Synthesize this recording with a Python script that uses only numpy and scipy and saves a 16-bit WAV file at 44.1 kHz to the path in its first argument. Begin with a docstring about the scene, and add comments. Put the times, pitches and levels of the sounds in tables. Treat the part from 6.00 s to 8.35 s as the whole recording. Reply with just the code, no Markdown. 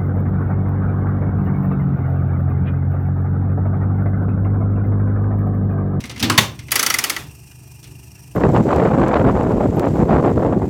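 """Three heavy clunks of a mechanical slot machine, heard close, release the reels and shake the cabinet.
The lever ticks as it is drawn down ahead of them; afterwards a pawl clatters over a ratchet, slows
and stops. Each metal hit is a fast crack of coloured noise with a tail that rings in the case.
Underneath, the reels spin with a low rumble and faint scrapes while a small motor whirrs inside."""
import sys
import numpy as np
from scipy import signal
from scipy.fft import rfft, irfft
from scipy.io import wavfile

SR = 44100
rng = np.random.default_rng(int(sys.argv[2]) if len(sys.argv) > 2 else 0)


def bounce(signal):
    """Save signal as a 16-bit WAV file at the path given by the first command-line argument."""
    frames = np.transpose(np.atleast_2d(signal))
    limited = np.clip(frames, -1, 1)
    pcm = np.round(limited * 32767).astype(np.int16)
    wavfile.write(sys.argv[1], SR, pcm)


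N = 103635
T = np.arange(N) / SR

# low modes of the cabinet (frequency [Hz], level [dB], t60 [s])
CABINET_MODES = [(94.7, -3.5, .35), (109.8, 1, .36), (136, -3.5, .25), (172, -2, 0.23), (195, -11, .25),
                 (223.2, -6, .28), (277, -9.5, .22), (323.2, -4, .28), (404, -9.5, 0.24)]
# tone of light metal contact (frequency [Hz], level [dB])
CONTACT_EQ = [(240, 11), (400, -2.5), (1630, -3), (2120, -3), (2400, -1), (2930, -2), (3260, -5.5),
              (3580, -6), (5350, -10.5), (5780, -7), (7060, -17.5), (9610, -19.5), (16000, -36)]


def release_clunks():
    """Spring-driven parts slam home, ringing the steel frame and thumping the cabinet."""
    # blows (time [s], level [dB], rattle [s], crack t60 [s], tail [dB], frame share [ratio], thump [dB])
    blows = [(0.2261, -14, 0.0079, 0.13, 4.5, 0.22, -12), (.298, -5.5, 0.0034, 0.04, -4, 0.34, -13),
             (0.3772, -4, 0.012, 0.052, 1.5, 0.89, -14)]
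    # one tone curve for each blow (frequency [Hz], level [dB])
    blow_eqs = [
        [(150, -9), (250, 7.5), (369, -11), (615, -17.5), (1010, -12.5), (1140, -14), (2190, -10.5), (3070, -4),
         (4770, -8), (10600, -25), (14800, -22), (17000, -36)],
        [(150, -38), (250, -2.5), (637, -23), (1100, -1.5), (2350, -14), (2620, -13.5), (3350, -18.5),
         (4520, -14), (4940, -17), (7280, -23), (8240, -22), (11300, -26.5), (17000, -37)],
        [(150, 2.5), (400, -6.5), (700, -13.5), (1100, -3.5), (2000, -7), (3500, -4.5), (5000, -12), (6300, -8),
         (8000, -16), (13000, -16.5), (17000, -26)],
    ]
    # frame resonances at full share (frequency [Hz], width [Hz], boost [dB])
    frame = [(637, 110, 11), (852, 160, 8), (1036, 70, 10), (1466, 40, 7), (1708, 160, 6), (1939, 160, 13),
             (2112, 80, 12), (2266, 90, 13), (2772, 160, 8), (3108, 100, 7), (3442, 60, 9), (3605, 120, 14),
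             (4469, 90, 14), (7408, 50, 10), (12067, 120, 11)]
    # tone of the tail (frequency [Hz], level [dB])
    tail_eq = [(200, -7.5), (600, -3.5), (1300, -9.5), (2500, -8), (5000, -8.5), (10000, -1.5),
               (16000, -12)]
    frame_in_tail = .45
    out = np.zeros(N)
    for (s, db, rattle, t60, wet_db, share, thump_db), eq in zip(blows, blow_eqs):
        crack_peaks = [(f, width, share * boost) for f, width, boost in frame]
        tail_peaks = [(f, width, frame_in_tail * boost) for f, width, boost in crack_peaks]
        metal = colour(rng.standard_normal(SR // 2), eq, peaks=crack_peaks)
        case = colour(rng.standard_normal(SR // 2), eq, peaks=tail_peaks)
        add(out, s, amp(db) * strike(metal, rattle, t60, tail_eq, bloom=0.65, wet_db=wet_db, case=case))
        add(out, s, amp(thump_db) * ring(CABINET_MODES, rise=0.016))
    return out


def ratchet():
    """The same pawl drops off each tooth, never in quite the same way."""
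    # pawl hits (time [s], level [dB], clack boost [dB], ring boost [dB], sizzle boost [dB])
    teeth = [(.7175, -10, -0.83, -5, 3), (.756, -8.5, -0.97, -2.5, 0), (0.793, -10.5, 0.65, 3.5, 1.5),
             (.828, -11.5, 1, -2, 4), (0.8631, -11, 0.59, 1, 1.5), (0.9007, -11, 1, -3, -2.5),
             (.940, -12.5, 1, 0.5, 2.5), (0.986, -12, -1.5, 2.5, 2), (1.0393, -11.5, -1.4, -0.5, 0.5),
             (1.097, -12.5, -0.27, 0, -0.5), (1.1631, -17.5, 0.37, -7.5, -12)]
    # anchors of each hit's tone: flat, clack, flat, ring, sizzle (frequency [Hz])
    bands_hz = [600, 1800, 3200, 5500, 11000]
    # tone of the pawl (frequency [Hz], level [dB])
    pawl_eq = [(200, -4), (500, 0.5), (900, -2.5), (1500, -3), (2500, 0), (4000, -4.5), (6000, -5),
               (8000, -3), (11000, -3.5), (14000, -6.5), (17500, -15)]
    # resonances of pawl and wheel (frequency [Hz], width [Hz], boost [dB])
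    resonances = [(1319, 380, 11), (2010, 350, 14), (2500, 250, 3), (2999, 200, 9), (3449, 400, 6),
                  (4496, 220, 12), (4758, 130, 10), (5187, 170, 13), (5655, 280, 14), (6156, 250, 11),
                  (6711, 230, 9), (9057, 120, 7), (9700, 180, 5), (11164, 90, 8), (11649, 340, 8),
                  (14103, 150, 6), (15480, 400, 8)]
    # ring of the case (frequency [Hz], level [dB])
    case_eq = [(150, -16), (250, -3), (389, -3), (649, -5.5), (940, -0.5), (1620, -1.5), (1940, 0.5),
               (2480, 1), (3120, -5), (3410, -0.5), (4000, -5.5), (5210, -7), (7680, -8), (11500, -9),
               (12800, -11.5), (15600, -17), (17000, -25)]
    # tone of the tail (frequency [Hz], level [dB])
    tail_eq = [(200, -7), (600, -9), (1300, -8.5), (2500, -10), (5000, -8.5), (10000, -8), (16000, -9.5)]
    likeness, vary_db, thump_db = .25, 1.8, -40
    out = np.zeros(N)
    common = rng.standard_normal(SR // 2)
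    hz = np.fft.rfftfreq(len(common), 1 / SR)
    for s, db, clack_db, ring_db, sizzle_db in teeth:
        blow = np.sqrt(likeness) * common + np.sqrt(1 - likeness) * rng.standard_normal(len(common))
        boost_db = curve_at(list(zip(bands_hz, [0, clack_db, 0, ring_db, sizzle_db])), hz)
        peaks = [(f, width, boost + vary_db * rng.standard_normal()) for f, width, boost in resonances]
        metal = colour(irfft(rfft(blow) * amp(boost_db)), pawl_eq, peaks=peaks)
        case = colour(rng.standard_normal(len(common)), case_eq)
        add(out, s, amp(db) * strike(metal, hold=0.0043, t60=0.05, tail_eq=tail_eq, case=case))
        add(out, s, amp(thump_db) * ring(CABINET_MODES[-4:], rise=0.01))  # upper modes only
    return out


def lever():
    """The lever's linkage slides and gives light, pinging ticks."""
    # ticks (time [s], level [dB], brightness [dB/octave], ping boost [dB])
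    ticks = [(.005, -34.5, 5.5, 8), (0.0381, -26.5, 1.5, 15), (0.055, -35.5, 7, -4), (0.0957, -27, 2, 4),
             (0.112, -34.5, 4, -2), (0.161, -29.5, 1.5, 19), (0.178, -35, 3.5, 3), (0.1953, -28.5, 5.5, -6),
             (0.201, -24, 5, 0), (0.211, -25.5, -2.5, -1), (.3165, -24.5, 2, -2),
             (0.5906, -33.5, 4.5, 10.5), (.683, -34.5, 1, 11), (0.708, -29.5, 5.5, -3), (1.829, -45, 6, -9),
             (1.841, -40, 7, 0)]
    # envelope of the slide (time [s], level [dB])
    slide_levels = [(0, -36.5), (.1, -51.5), (.19, -44), (.26, -24), (.36, -25.5), (.45, -42), (.6, -64),
                    (.7, -58)]
    # tone of a tick's tail (frequency [Hz], level [dB])
    tail_eq = [(200, 2), (1300, -7.5), (5000, -9.5), (16000, -20)]
    ping_hz, ping_width_hz = 2100, 180
    slide = colour(rng.standard_normal(N), CONTACT_EQ, tilt_db=-4.0)
    out = slide * amp(np.interp(T, *np.transpose(slide_levels), right=-90))
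    for s, db, tilt, ping_db in ticks:
        metal = colour(rng.standard_normal(SR // 2), CONTACT_EQ, tilt, [(ping_hz, ping_width_hz, ping_db)])
        add(out, s, amp(db) * strike(metal, hold=0.00067, t60=0.067, tail_eq=tail_eq, bloom=0.55))
    return out


def reels():
    """The turning works rumble through the cabinet, with a wavering hum."""
    # tone of the rumble (frequency [Hz], level [dB])
    rumble_eq = [(21, -60), (35, -31), (55, -11.5), (129, -4), (173, -17), (197, -17), (222, -24.5),
                 (303, -17), (336, -24.5), (368, -19), (509, -37.5), (684, -34.5), (1200, -38), (1560, -68),
                 (2640, -120)]
    # hum partials (frequency [Hz], relative level [dB])
    partials = [(73, -6), (99.5, -11.5), (124, -2.5), (148, -7), (197, -14), (313, -19), (376, -20.5),
                (447, -26)]
    # envelope of rumble and hum (time [s], level [dB])
    levels = [(0, -35), (.18, -36.5), (.5, -37.5), (.7, -35.5), (.83, -45), (1, -40), (1.09, -47.5),
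              (1.24, -34), (1.37, -41.5), (1.54, -44), (1.65, -40), (1.78, -44), (1.89, -37), (2.15, -42.5),
              (2.33, -40.5)]
    rumble = colour(rng.standard_normal(N), rumble_eq)
    hum = sum(amp(db + 1.3 * drift(2.1)) * np.sin(2 * np.pi * f * T + 0.62 * drift(6.9))
              for f, db in partials)
    return amp(np.interp(T, *np.transpose(levels))) * (amp(-4) * rumble + amp(-1) * hum)


def motor():
    """A fine whirr that swells once in each turn of the shaft, with loose gears chattering in it."""
    # tone of the whirr (frequency [Hz], level [dB])
    whirr_eq = [(350, -57), (600, -11), (720, -10.5), (952, -9.5), (1040, -17), (1240, -13), (1410, -16),
                (1860, -12), (2140, -15), (2500, -9.5), (3550, -19.5), (5710, -7), (6660, -12),
                (9060, -5.5), (10700, -18), (13400, -8.5), (17000, -28)]
    # envelope of the whirr before its swell (time [s], level [dB])
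    levels = [(0, -60), (1.3, -54), (1.45, -54), (1.65, -55.5), (1.9, -54), (2.35, -55)]
    # resonances of motor and gears (frequency [Hz], width [Hz], boost [dB])
    gears = [(700, 30, 7), (850, 40, 8), (970, 70, 6), (1680, 60, 4), (2740, 280, 6), (3230, 50, 7),
             (5680, 400, 3), (9460, 60, 4)]
    # pings of loose gear teeth (frequency [Hz], relative level [dB], t60 [s])
    tooth_modes = [(2620, -6, .04), (2740, -3, .04), (2860, -6, .04), (5350, -6, .02), (5650, -2, .02),
                   (5950, -5, .015), (8500, -3, .008)]
    # thin tones of the motor (frequency [Hz], level [dB])
    tones = [(2444, -60.5), (2708, -67), (2800, -77)]
    shaft_hz, rub_peak_s, rub_db, rub_sharpness = 24.97, 1.317, 6, 1.4
    taps_per_s, chatter_db = 60, -61
    whirr = amp(np.interp(T, *np.transpose(levels))) * colour(rng.standard_normal(N), whirr_eq, peaks=gears)
    chatter = 0
    for f, db, t60 in tooth_modes:
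        taps = (rng.random(N) < taps_per_s / SR) * rng.standard_normal(N)
        chatter += amp(db) * signal.oaconvolve(taps, ring([(f, db, t60)], rise=.001))[:N]
    rub = (.5 + .5 * np.cos(2 * np.pi * shaft_hz * (T - rub_peak_s))) ** rub_sharpness
    swell = amp(rub_db * rub + .8 * drift(120) + .6 * drift(15))
    whine = sum(amp(db + 2 * drift(25)) * np.sin(2 * np.pi * f * T + drift(7.6)) for f, db in tones)
    return whine + swell * (whirr + amp(chatter_db) * unit(chatter))


def reel_scrapes():
    """Now and then a reel brushes its frame."""
    # faint scrapes (time [s], length [s], level [dB], pitch [Hz])
    scrapes = [(1.496, 0.054, -57, 1570), (1.825, 0.1, -52.5, 2665), (2.156, 0.048, -57, 1620)]
    out = np.zeros(N)
    for s, length, db, hz in scrapes:
        rub = colour(rng.standard_normal(SR // 4), CONTACT_EQ, tilt_db=-1, peaks=[(hz, 600, 12)])
        swell = np.hanning(int(length * SR))
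        add(out, s, amp(db) * swell * rub[:len(swell)])
    return out


def strike(metal, hold, t60, tail_eq, bloom=1, wet_db=0, case=None):
    """Dense metal modes: the treble speaks first, the crack dies fast, the case rings on."""
    # attack, scaled by bloom (frequency [Hz], rise [s])
    rises = [(200, 0.015), (1000, 0.0083), (2000, 0.0037), (4000, 0.001), (9000, 0.00021), (16000, .0005)]
    # decay inside the case (frequency [Hz], t60 [s])
    case_t60 = [(150, 0.46), (600, 0.34), (2000, 0.27), (5000, 0.29), (10000, 0.17), (16000, 0.3)]
    t, hz = T[:len(metal)], np.fft.rfftfreq(len(metal), 1 / SR)
    bands_hz = np.geomspace(200, 15000, 10)
    spectra = rfft(np.array([metal, metal if case is None else case]))
    out = 0
    for f, solo in zip(bands_hz, np.eye(len(bands_hz))):
        metal_band, case_band = irfft(spectra * np.interp(hz, bands_hz, solo), len(t))
        haste = max(f / 3000, 1) ** 0.1  # higher modes die sooner
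        attack = np.minimum(t / (bloom * curve_at(rises, f)), 1)
        crack = amp(-60 * np.maximum(t * haste - hold, 0) / t60) * np.sqrt(haste)
        tail = amp(wet_db + curve_at(tail_eq, f) - 60 * t / curve_at(case_t60, f))
        out += attack * (metal_band * crack + case_band * (np.hypot(crack, tail) - crack))
    return out


def ring(modes, rise):
    """Decaying modes that swell over the length of the blow."""
    t = T[:SR]
    out = sum(amp(db - 60 * t / t60) * np.sin(2 * np.pi * (f * t + rng.random())) for f, db, t60 in modes)
    return out * np.minimum(t / rise, 1) / np.linalg.norm([amp(db) for _, db, _ in modes])


def colour(x, eq, tilt_db=0, peaks=()):
    """Shapes noise with an EQ curve, a tilt per octave and resonances; cuts the lows below the curve."""
    hz = np.fft.rfftfreq(len(x), 1 / SR) + 1
    lowest_hz = eq[0][0]
    db = curve_at(eq, hz) + tilt_db * np.log2(np.maximum(hz, lowest_hz))
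    for f, width, boost in peaks:
        db += boost / (1 + (2 * (hz - f) / width) ** 2)
    low_cut = np.minimum(hz / lowest_hz, 1) ** 3.5
    return unit(irfft(rfft(x) * amp(db) * low_cut, len(x)))


def drift(hz):
    """Smooth random wander of rms 1."""
    f = np.fft.rfftfreq(N, 1 / SR)
    return unit(irfft(rfft(rng.standard_normal(N)) * np.exp(-(f / hz) ** 2), N))


def curve_at(points, hz):
    """Reads a curve on a log-frequency axis."""
    f, value = np.transpose(points)
    return np.interp(np.log(hz + 1), np.log(f + 1), value)


def amp(db):
    """Decibels to gain."""
    return 10 ** (np.asarray(db) / 20)


def unit(x):
    """Scales to rms 1."""
    return x / np.sqrt(np.mean(x ** 2) + 1e-20)


def add(mix, s, sound):
    """Lays a sound into the mix at s seconds."""
    part = mix[max(round(s * SR), 0):][:len(sound)]
    part += sound[:len(part)]


def scene():
    """All parts of the machine, mixed in mono."""
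    return (lever() + release_clunks() + ratchet() + reels() + reel_scrapes() + motor())[None]


def record(dry):
    """The loudest blow overloads the microphone; a steep low-pass trims the very top."""
    soft_clipped = dry / (1 + dry ** 8) ** (1 / 8)
    low_pass = signal.firwin(511, cutoff=17900, window=("kaiser", 9), fs=SR)
    return signal.oaconvolve(soft_clipped, low_pass[None], "same")


dry = scene()
out = record(dry)
bounce(out)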